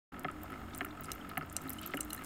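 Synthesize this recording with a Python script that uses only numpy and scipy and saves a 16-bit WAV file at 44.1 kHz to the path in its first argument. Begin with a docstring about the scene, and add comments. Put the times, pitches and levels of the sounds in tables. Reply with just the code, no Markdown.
"""After a brief silence one hears the buzz of a geared pump motor: a pod coffee maker close to a phone.
The motor's harmonics excite a resonant housing; it slows twice a stroke under load and knocks once a stroke.
A thin stream spatters in a ceramic mug: noise ticks ring decaying modes of the mug and the air in it,
over a fine hissing spray. Trapped bubbles are damped sines of rising pitch, burbles are swelling noise,
and low drones waver behind."""
import sys
import numpy as np
from scipy import signal
from scipy.fft import rfft, irfft, next_fast_len
from scipy.io import wavfile
from scipy.ndimage import map_coordinates

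SR = 44100
rng = np.random.default_rng(int(sys.argv[2]) if len(sys.argv) > 2 else 0)


def gain_from_db(level_db):
    """Turn a decibel level (scalar or array-like) into a linear amplitude factor."""
    decades = np.asarray(level_db, float) / 20
    return 10 ** decades


def wav_out(sig):
    """Save sig, one row per channel (or a flat mono array), as 16-bit PCM at SR to the path in sys.argv[1]."""
    wavfile.write(sys.argv[1], SR, np.round(np.clip(np.atleast_2d(sig).T, -1, 1) * 32767).astype(np.int16))


N = 99225


def unit(x):
    """Normalisation: scales a signal to rms 1."""
    return x / np.sqrt(np.mean(x ** 2) + 1e-20)


def filtered(x, response):
    """Linear filtering: the spectrum of x is multiplied by a response of frequency."""
    m = next_fast_len(x.shape[-1] + 8192)
    hz = np.fft.rfftfreq(m, 1 / SR) + 1  # the 1 Hz offset keeps logarithms finite
    return irfft(rfft(x, m) * response(hz), m)[..., :x.shape[-1]]


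def coloured(points):
    """Spectral shaping: white noise given a spectrum of (f/Hz, level/dB) points, at rms 1."""
    f, db = np.transpose(points)
    white = rng.standard_normal(N)
    return unit(filtered(white, lambda hz: gain_from_db(np.interp(np.log(hz), np.log(f), db))))


def place(times, rows):
    """Superposition: short sounds, one a row, add up at their times."""
    at = np.round(np.asarray(times) * SR).astype(int)[:, None] + np.arange(rows.shape[1])
    return np.bincount(np.clip(at, 0, N).ravel(), rows.ravel(), N + 1)[:N]


def bursts(peak_db, colour, t60, rise, size):
    """Transient noise: rows with an exponential rise and decay, each scaled to its peak."""
    t = np.arange(size) / SR
    noise = filtered(rng.standard_normal((len(peak_db), size)), colour)
    rows = noise * gain_from_db(-60 * t / t60) * (1 - np.exp(-t / rise))
    return rows / np.abs(rows).max(1, keepdims=True) * gain_from_db(peak_db)[:, None]


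def band(centre_hz, octaves):
    """Band-pass response: a Gaussian bell on a logarithmic frequency axis."""
    return lambda hz: np.exp(-.5 * (np.log2(hz / centre_hz) / octaves) ** 2)


def wobble(knots_per_s):
    """Random modulation: a smooth curve through normally distributed knots."""
    return map_coordinates(rng.standard_normal(200), [np.arange(N) * knots_per_s / SR])


# resonances of the plastic housing: (f/Hz, width/Hz, gain level/dB)
HOUSING_MODES = [(151.6, 15.3, 0.5), (279.7, 22.4, 0), (306.7, 3.37, 4.5), (387, 22, -3),
                 (565.3, 48, -11.5), (735.6, 70, -6), (1026, 67, -9.5), (1289.4, 94, -0.5),
                 (1745, 157, -6.5), (2085, 206, -7.5), (2832, 260, -13), (3200, 233, -16.5),
                 (4930, 1750, -30)]


def housing(f):
    """Modal superposition: second-order resonances of alternating sign form the housing's response."""
    response = 0
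    for k, (centre, width, db) in enumerate(HOUSING_MODES):
        resonance = 1j * f * width / (centre ** 2 - f ** 2 + 1j * f * width)
        response = response + (-1) ** k * gain_from_db(db) * resonance
    return response


FIRST_STROKE_S, STROKE_S = .2445, .5638
TURNS_PER_STROKE = 27
HUM_COUPLING = 0.42  # exponent: how far the housing colours the hum
HUM_FLUTTER_DB, HUM_FLUTTER_PER_S = 3, 9.71  # each harmonic wavers on its own
TURN_OFFSET, LAG_TURNS_PER_HZ, SLOW_HZ = .6, 0.029, 42.84  # the rattle falls later in a turn at speed
TAP_DB, TAP_HZ, TAP_OCTAVES = -4.5, 1300, 0.099  # a clean tap opens each rattle
RATTLE_DB, RATTLE_DECAY_PER_TURN, RATTLE_SCATTER_DB = -4, 5.9, 1.5
WHIRR_DB, RATTLE_ABOVE_HZ = -5, 360
# motor cycle: (t/s after the knock, nominal shaft f/Hz before fitting whole turns, gain level/dB)
MOTOR_CYCLE = [(0, 52.83, -57.5), (0.061, 50.09, -54.5), (0.107, 43.5, -55.5), (0.15, 42.75, -55.5),
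               (0.199, 44.84, -53.5), (0.241, 50.59, -55), (0.286, 53.53, -49), (0.32, 51.92, -53.5),
               (.36, 44.82, -53.5), (0.421, 43.79, -54.5), (.47, 46.72, -52.5), (.52, 51.2, -53)]
# shaft harmonics: (multiple of shaft f, relative level/dB before the housing)
SHAFT_HARMONICS = [(1, -23), (2, -6), (3, -9), (4, -8), (5, -4), (6, -10.5), (7, -4.5), (8, -17.5),
                   (9, -17), (10, -13.5)]


def motor():
    """Source and resonator: shaft harmonics, once-a-turn taps and rattle, and whirr drive the housing."""
    into_stroke = (np.arange(N) / SR - FIRST_STROKE_S) % STROKE_S
    s, speed, level_db = np.transpose(MOTOR_CYCLE)
    speed = np.interp(into_stroke, s, speed, period=STROKE_S)
    level_db = np.interp(into_stroke, s, level_db, period=STROKE_S)
    # integrate speed to shaft turns, scaled to a whole number a stroke
    turn = np.cumsum(speed) * TURNS_PER_STROKE / speed[:round(STROKE_S * SR)].sum() + TURN_OFFSET

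    hum = np.zeros(N)
    for k, db in SHAFT_HARMONICS:
        flutter = gain_from_db(db + HUM_FLUTTER_DB * wobble(HUM_FLUTTER_PER_S))
        coupling = np.abs(housing(k * speed)) ** HUM_COUPLING
        hum += flutter * coupling * np.sin(2 * np.pi * (k * turn + rng.random()))

    beat = turn - LAG_TURNS_PER_HZ * (speed - SLOW_HZ)
    strength = gain_from_db(RATTLE_SCATTER_DB * rng.standard_normal(200))[beat.astype(int)]
    gate = strength * np.exp(-RATTLE_DECAY_PER_TURN * (beat % 1))
    impulses = strength * np.diff(beat // 1, prepend=0)
    tap = unit(filtered(impulses, lambda f: housing(f) * band(TAP_HZ, TAP_OCTAVES)(f)))

    def light(f):
        return housing(f) / (1 + (RATTLE_ABOVE_HZ / f) ** 4)

    rattle = unit(filtered(gate * rng.standard_normal(N), light))
    whirr = unit(filtered(rng.standard_normal(N), light))
    return gain_from_db(level_db) * (2 * hum + gain_from_db(RATTLE_DB) * rattle + gain_from_db(TAP_DB) * tap + gain_from_db(WHIRR_DB) * whirr)


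KITCHEN_DB = -52.5
# background spectrum: (f/Hz, relative level/dB per Hz)
BACKGROUND_SPECTRUM = [(15, 5.5), (25, -20), (59, 4), (118, -1), (299, 4.5), (446, -8.5), (680, -1.5),
                       (1040, -6), (1290, -4.5), (1540, -5), (2150, -30), (5000, -70), (6500, -46),
                       (11000, -120)]
# wavering low drones: (nominal f/Hz, rms level/dB, width/Hz)
LOW_DRONES = [(56.8, -59, 17), (88.67, -59.5, 0.89)]


def kitchen():
    """Stationary and narrow-band noise: a steady background and two low drones that waver."""
    sound = gain_from_db(KITCHEN_DB) * coloured(BACKGROUND_SPECTRUM)
    for centre, db, width in LOW_DRONES:
        white = rng.standard_normal(N)
        drone = unit(filtered(white, lambda hz: np.exp(-2 * ((hz - centre) / width) ** 2)))
        sound = sound + gain_from_db(db) * drone
    return sound


TICKS_PER_S, TICK_HZ, TICK_SPREAD_DB = 300, 10500, 12.5
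WASH_DB, HISS_DB = 5, -69.5  # smooth wash relative to the ticks; rms of the steady hiss
# hiss spectrum: (f/Hz, relative level/dB per Hz)
HISS_SPECTRUM = [(2060, 0.5), (3500, -0.5), (4120, -5), (4870, -10.5), (5270, -0.5), (5770, -14.5),
                 (6740, -1.5), (7530, -5.5), (8570, -3.5), (10200, -10), (11400, -7), (15100, -4.5),
                 (16000, -14), (16500, -27)]
# fine spray, whose ticks have this rms: (t/s, level/dB)
SPRAY_LEVEL = [(.2, -80), (.45, -70.5), (.7, -71.5), (0.799, -70.5), (.95, -75), (1.101, -67.5),
               (1.401, -75), (1.7, -65.5), (1.95, -69), (2.25, -66.5)]


def spray():
    """Shot noise: faint random ticks merge into a wash of changing level, over a stationary hiss."""
    u = rng.random((int(TICKS_PER_S * N / SR), 2))
    hz = TICK_HZ * np.exp(0.46 * rng.standard_normal(len(u)))
    tick_db = -TICK_SPREAD_DB * np.log(u[:, 1] + 0.013)
    ticks = bursts(tick_db, band(hz[:, None], 0.13), t60=0.026, rise=0.00036, size=512)
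    fine = unit(place(u[:, 0] * N / SR, ticks)) + gain_from_db(WASH_DB) * coloured(HISS_SPECTRUM)
    s, level_db = np.transpose(SPRAY_LEVEL)
    level = gain_from_db(np.interp(np.arange(N) / SR, s, level_db))
    return level * fine + gain_from_db(HISS_DB) * coloured(HISS_SPECTRUM)


BUBBLE_RISE_PER_S = 3.1  # pitch gained a second, as a fraction of the first pitch
GURGLE_PER_S, GURGLE_HZ, GURGLE_DB = 20, 2500, -72  # middle pitch, and about the faintest level
# clear bubbles under the stream: (t/s, level/dB before onset and decay, first f/Hz, t60/s)
CLEAR_BUBBLES = [(.735, -37.5, 3560, 0.011), (.886, -53, 5720, 0.022), (1.213, -37, 3120, 0.012),
                 (1.685, -37.5, 3960, 0.012), (1.786, -37.5, 2980, 0.037), (1.835, -40, 2980, 0.028),
                 (1.917, -45, 3000, 0.026), (1.972, -29.5, 2850, 0.021), (2.1048, -32, 4050, 0.015),
                 (2.1055, -35.5, 2850, 0.014), (2.13, -39, 2850, 0.022), (2.177, -37.5, 1770, 0.026),
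                 (2.178, -43.5, 4020, 0.024)]


def bubbles():
    """Damped oscillation: short sines of rising pitch, some clear and many in a faint random gurgle."""
    u = rng.random((int(GURGLE_PER_S * N / SR), 4))
    gurgle = np.c_[u[:, 0] * N / SR,
                   GURGLE_DB - 5 * np.log(u[:, 1] + .02),
                   GURGLE_HZ * 2 ** (1.4 * u[:, 2] - .7),
                   .012 + .02 * u[:, 3]]
    s, db, hz, t60 = np.r_[CLEAR_BUBBLES, gurgle].T[:, :, None]
    t = np.arange(2000) / SR
    cycles = hz * (t + .5 * BUBBLE_RISE_PER_S * t * t)
    tone = np.sin(2 * np.pi * cycles) * (1 - np.exp(-t / 0.001))
    return place(s[:, 0], gain_from_db(db - 60 * t / t60) * tone)


SNAP_T60_S, DROP_T60_S, DROP_RISE_S = 0.0032, 0.022, 0.00042
AFTER_DB, SKIRT_DB = -9.5, -15.5  # spatter after the snap; broad skirt of the spectrum
RING_REACH_OCTAVES, RING_SCATTER_DB = 0.65, 2.5  # a drop rings the modes near its own centre
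# modes of the mug, its air cavity (2850, 4060 Hz) and its ceramic wall: (f/Hz, relative level/dB, t60/s)
MUG_MODES = [(2850, 22, 0.03), (4060, 14.5, 0.02), (6110, 0.5, 0.056), (7600, 12.5, 0.011),
             (8500, -2, 0.036), (9500, 6.5, 0.016), (13500, 2, .015)]
# spattering drops: (t/s, snap peak level/dB, centre f/Hz, width/octaves, ring gain level/dB re snap)
SPATTER = [(0.1944, -33, 12900, 0.79, -31), (0.2344, -46.5, 12600, 0.21, -20),
           (0.314, -45.5, 9200, 0.46, -29), (0.4173, -48, 12360, 0.41, -23),
           (0.4292, -51, 12500, 0.25, -24), (0.434, -33.5, 14000, 0.1, -25),
           (0.5033, -45.5, 12600, 0.32, -29), (0.521, -48, 9750, 0.35, -35),
           (0.7481, -32.5, 7930, 0.27, -23), (0.76, -41, 13300, 0.24, -29), (0.7785, -30, 14200, 0.16, -30),
           (0.7861, -35, 7740, 0.11, -38), (0.817, -45, 11600, 0.4, -34), (0.8383, -50, 10500, 0.29, -39),
           (0.8488, -28.5, 13500, 0.31, -23.5), (1.009, -32.5, 15000, 0.11, -32),
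           (1.0357, -40.5, 10100, 0.27, -20), (1.0418, -41, 10500, 0.39, -19),
           (1.046, -37, 8600, 0.099, -26), (1.0564, -40.5, 10000, 0.22, -32),
           (1.1173, -22.5, 7840, 0.93, -22), (1.1335, -35, 12900, 0.22, -40),
           (1.1517, -39, 13500, 0.14, -34), (1.292, -37.5, 12400, 0.38, -25),
           (1.3766, -24, 13350, 0.38, -27.5), (1.4983, -39, 7700, 0.14, -43),
           (1.527, -32, 12500, 0.49, -27), (1.5655, -18.5, 7000, 0.49, -27), (1.616, -44, 11400, 0.73, -14),
           (1.62, -39, 13400, 0.34, -26), (1.6374, -44, 11400, 0.31, -33), (1.6767, -42, 13100, 0.26, -28),
           (1.695, -26.5, 13100, 0.14, -25), (1.7031, -28.5, 11400, 0.24, -37),
           (1.7286, -35, 14200, 0.22, -27), (1.733, -31.5, 12300, 0.27, -20),
           (1.774, -48, 12300, 0.38, -28), (1.7848, -50.5, 7900, 0.52, -7), (1.7926, -41, 8000, 0.83, -27),
           (1.8144, -33.5, 12000, 0.27, -30), (1.8312, -40, 10100, 0.58, -21),
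           (1.862, -26, 12650, 0.072, -25.5), (1.874, -32, 13500, 0.11, -28),
           (1.8884, -51, 13700, 0.39, -26), (1.908, -43, 9500, 1, -38), (1.943, -32.5, 12740, 0.8, -26),
           (1.95, -42, 13300, 0.32, -10), (1.9712, -30.5, 12100, 0.2, -20.5),
           (2.005, -33, 13000, 0.93, -37), (2.006, -26, 10900, 0.49, -26), (2.0078, -21.5, 8200, 0.14, -26),
           (2.0311, -37.5, 7700, 0.19, -25.5), (2.049, -34, 12800, 0.21, -33),
           (2.097, -49, 11500, 0.21, -17), (2.102, -38, 13500, .4, -35), (2.105, -33, 8000, 1, -30),
           (2.107, -38, 11000, 0.99, -34), (2.1105, -48, 11000, 0.76, -35), (2.125, -53, 9000, .5, -32),
           (2.127, -55, 9300, 0.58, -33.5), (2.1313, -24, 10670, 0.35, -36), (2.1321, -35.5, 8360, 1, -20),
           (2.1422, -41, 10400, 0.34, -27), (2.147, -28, 12600, 0.32, -30), (2.164, -42, 9960, 0.3, -19),
           (2.1778, -43, 8650, 0.47, -28), (2.2201, -48, 10200, 0.48, -25.5),
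           (2.2239, -53, 11600, 0.43, -35), (2.238, -41.5, 12800, 0.34, -12.5),
           (2.2462, -32, 9050, 0.46, -37)]


def drops():
    """Impact excitation: each drop is a sharp noise tick that rings nearby modes of the mug and its air."""
    s, db, hz, octaves, ring_db = np.transpose(SPATTER)
    hz, t = hz[:, None], np.arange(3000) / SR

    def colour(f):
        return band(hz, octaves[:, None])(f) + gain_from_db(SKIRT_DB) * band(hz, .6)(f)

    snap = bursts(db, colour, SNAP_T60_S, DROP_RISE_S, size=len(t))
    after = bursts(db + AFTER_DB, colour, DROP_T60_S, DROP_RISE_S, size=len(t))
    share = gain_from_db(RING_SCATTER_DB * rng.standard_normal((len(s), len(MUG_MODES))))
    share = share * band(hz, RING_REACH_OCTAVES)(np.array(MUG_MODES)[:, 0])
    modes = np.array([gain_from_db(g - 60 * t / t60) * np.sin(2 * np.pi * f * t) for f, g, t60 in MUG_MODES])
    ring = gain_from_db(db + ring_db)[:, None] * (share @ modes)
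    return place(s, snap + after + ring)


CHATTER_DB, CHATTER_T60_S, CONTACT_SCATTER_S = -18, 0.012, 0.00015
# main knock of each stroke: (t/s)
KNOCK_TIMES = [0.2444, 0.8072, 1.3708, 1.936]
# contacts in the pump: (t/s after the knock, mean peak level/dB, centre f/Hz, width/octaves)
PUMP_CONTACTS = [(.001, -30.5, 3060, 0.55), (.001, -27.5, 1850, .3), (.0035, -36, 750, .4),
                 (.005, -29, 550, .8), (.0065, -30, 2000, .35), (.0105, -36.5, 1400, .4),
                 (.009, -36, 203, 0.97), (.041, -35.5, 1340, .12), (.0445, -37, 1340, .12),
                 (.0392, -36.5, 2400, .6), (.054, -38, 1700, .6), (.057, -40, 398, 0.73),
                 (.197, -40.5, 715, 0.65), (.285, -37.5, 1300, .9)]


def knocks():
    """Impulse response: contacts recur every stroke, each a blow with chatter that rings the housing."""
    after, db, hz, octaves = np.tile(PUMP_CONTACTS, (len(KNOCK_TIMES), 1)).T
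    times = np.repeat(KNOCK_TIMES, len(PUMP_CONTACTS)) + after
    t = np.arange(-256, 8000) / SR
    decay = gain_from_db(CHATTER_DB - 60 * t / CHATTER_T60_S) * (t > 0)
    chatter = decay * rng.standard_normal((len(db), len(t)))
    colour = band(hz[:, None], octaves[:, None])
    rows = filtered((t == 0) + chatter, lambda f: colour(f) * housing(f))
    peak = gain_from_db(db + rng.normal(0, 1, len(db)))[:, None]
    rows = rows / np.abs(rows).max(1, keepdims=True) * peak
    return place(times + t[0] + CONTACT_SCATTER_S * rng.standard_normal(len(db)), rows)


BURBLE_OCTAVES, BURBLE_RISE_S = 0.57, 0.019
# brief splashy burbles: (t/s, peak level/dB, centre f/Hz, t60/s)
SPLASHY_BURBLES = [(0.734, -50, 4260, 0.029), (1.041, -56, 3650, 0.042), (1.295, -45, 2730, 0.028),
                   (1.816, -43, 2920, 0.2), (1.91, -48, 3200, 0.086)]


def burbles():
    """Band-limited noise: soft swells of mid-band splash with a gradual onset."""
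    s, db, hz, t60 = np.transpose(SPLASHY_BURBLES)
    return place(s, bursts(db, band(hz[:, None], BURBLE_OCTAVES), t60[:, None], BURBLE_RISE_S, size=5000))


ROOM_DB, ROOM_T60_S = -21, 0.13


def room(near):
    """Reverberation: convolution with decaying noise gives a short answer from the counter and walls."""
    t = np.arange(SR // 4) / SR
    tail = rng.standard_normal(len(t)) * gain_from_db(-60 * t / ROOM_T60_S)
    return gain_from_db(ROOM_DB) * signal.fftconvolve(near, tail / np.linalg.norm(tail))[:N]


def scene():
    """Superposition of sources: the short sounds with their reverberation, and the continuous ones dry."""
    near = bubbles() + drops() + knocks() + burbles()
    return (motor() + kitchen() + spray() + near + room(near))[None]


def low_pass(x):
    """Removes everything above the highest recorded frequency."""
    return signal.sosfilt(signal.butter(12, 16810, fs=SR, output="sos"), x)


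START_S, FADE_S = 0.119, 0.0063
TOP_HZ, TOP_SLOPE_HZ = 16060, 150


def record(dry):
    """Band limitation: a steep low-pass ends the microphone path; the sound cuts in within milliseconds."""
    heard = filtered(dry, lambda hz: 1 / (1 + np.exp(np.clip((hz - TOP_HZ) / TOP_SLOPE_HZ, -50, 50))))
    fade_in = np.clip((np.arange(N) / SR - START_S) / FADE_S, 0, 1)
    return low_pass(heard * fade_in)


dry = scene()
out = record(dry)
wav_out(out)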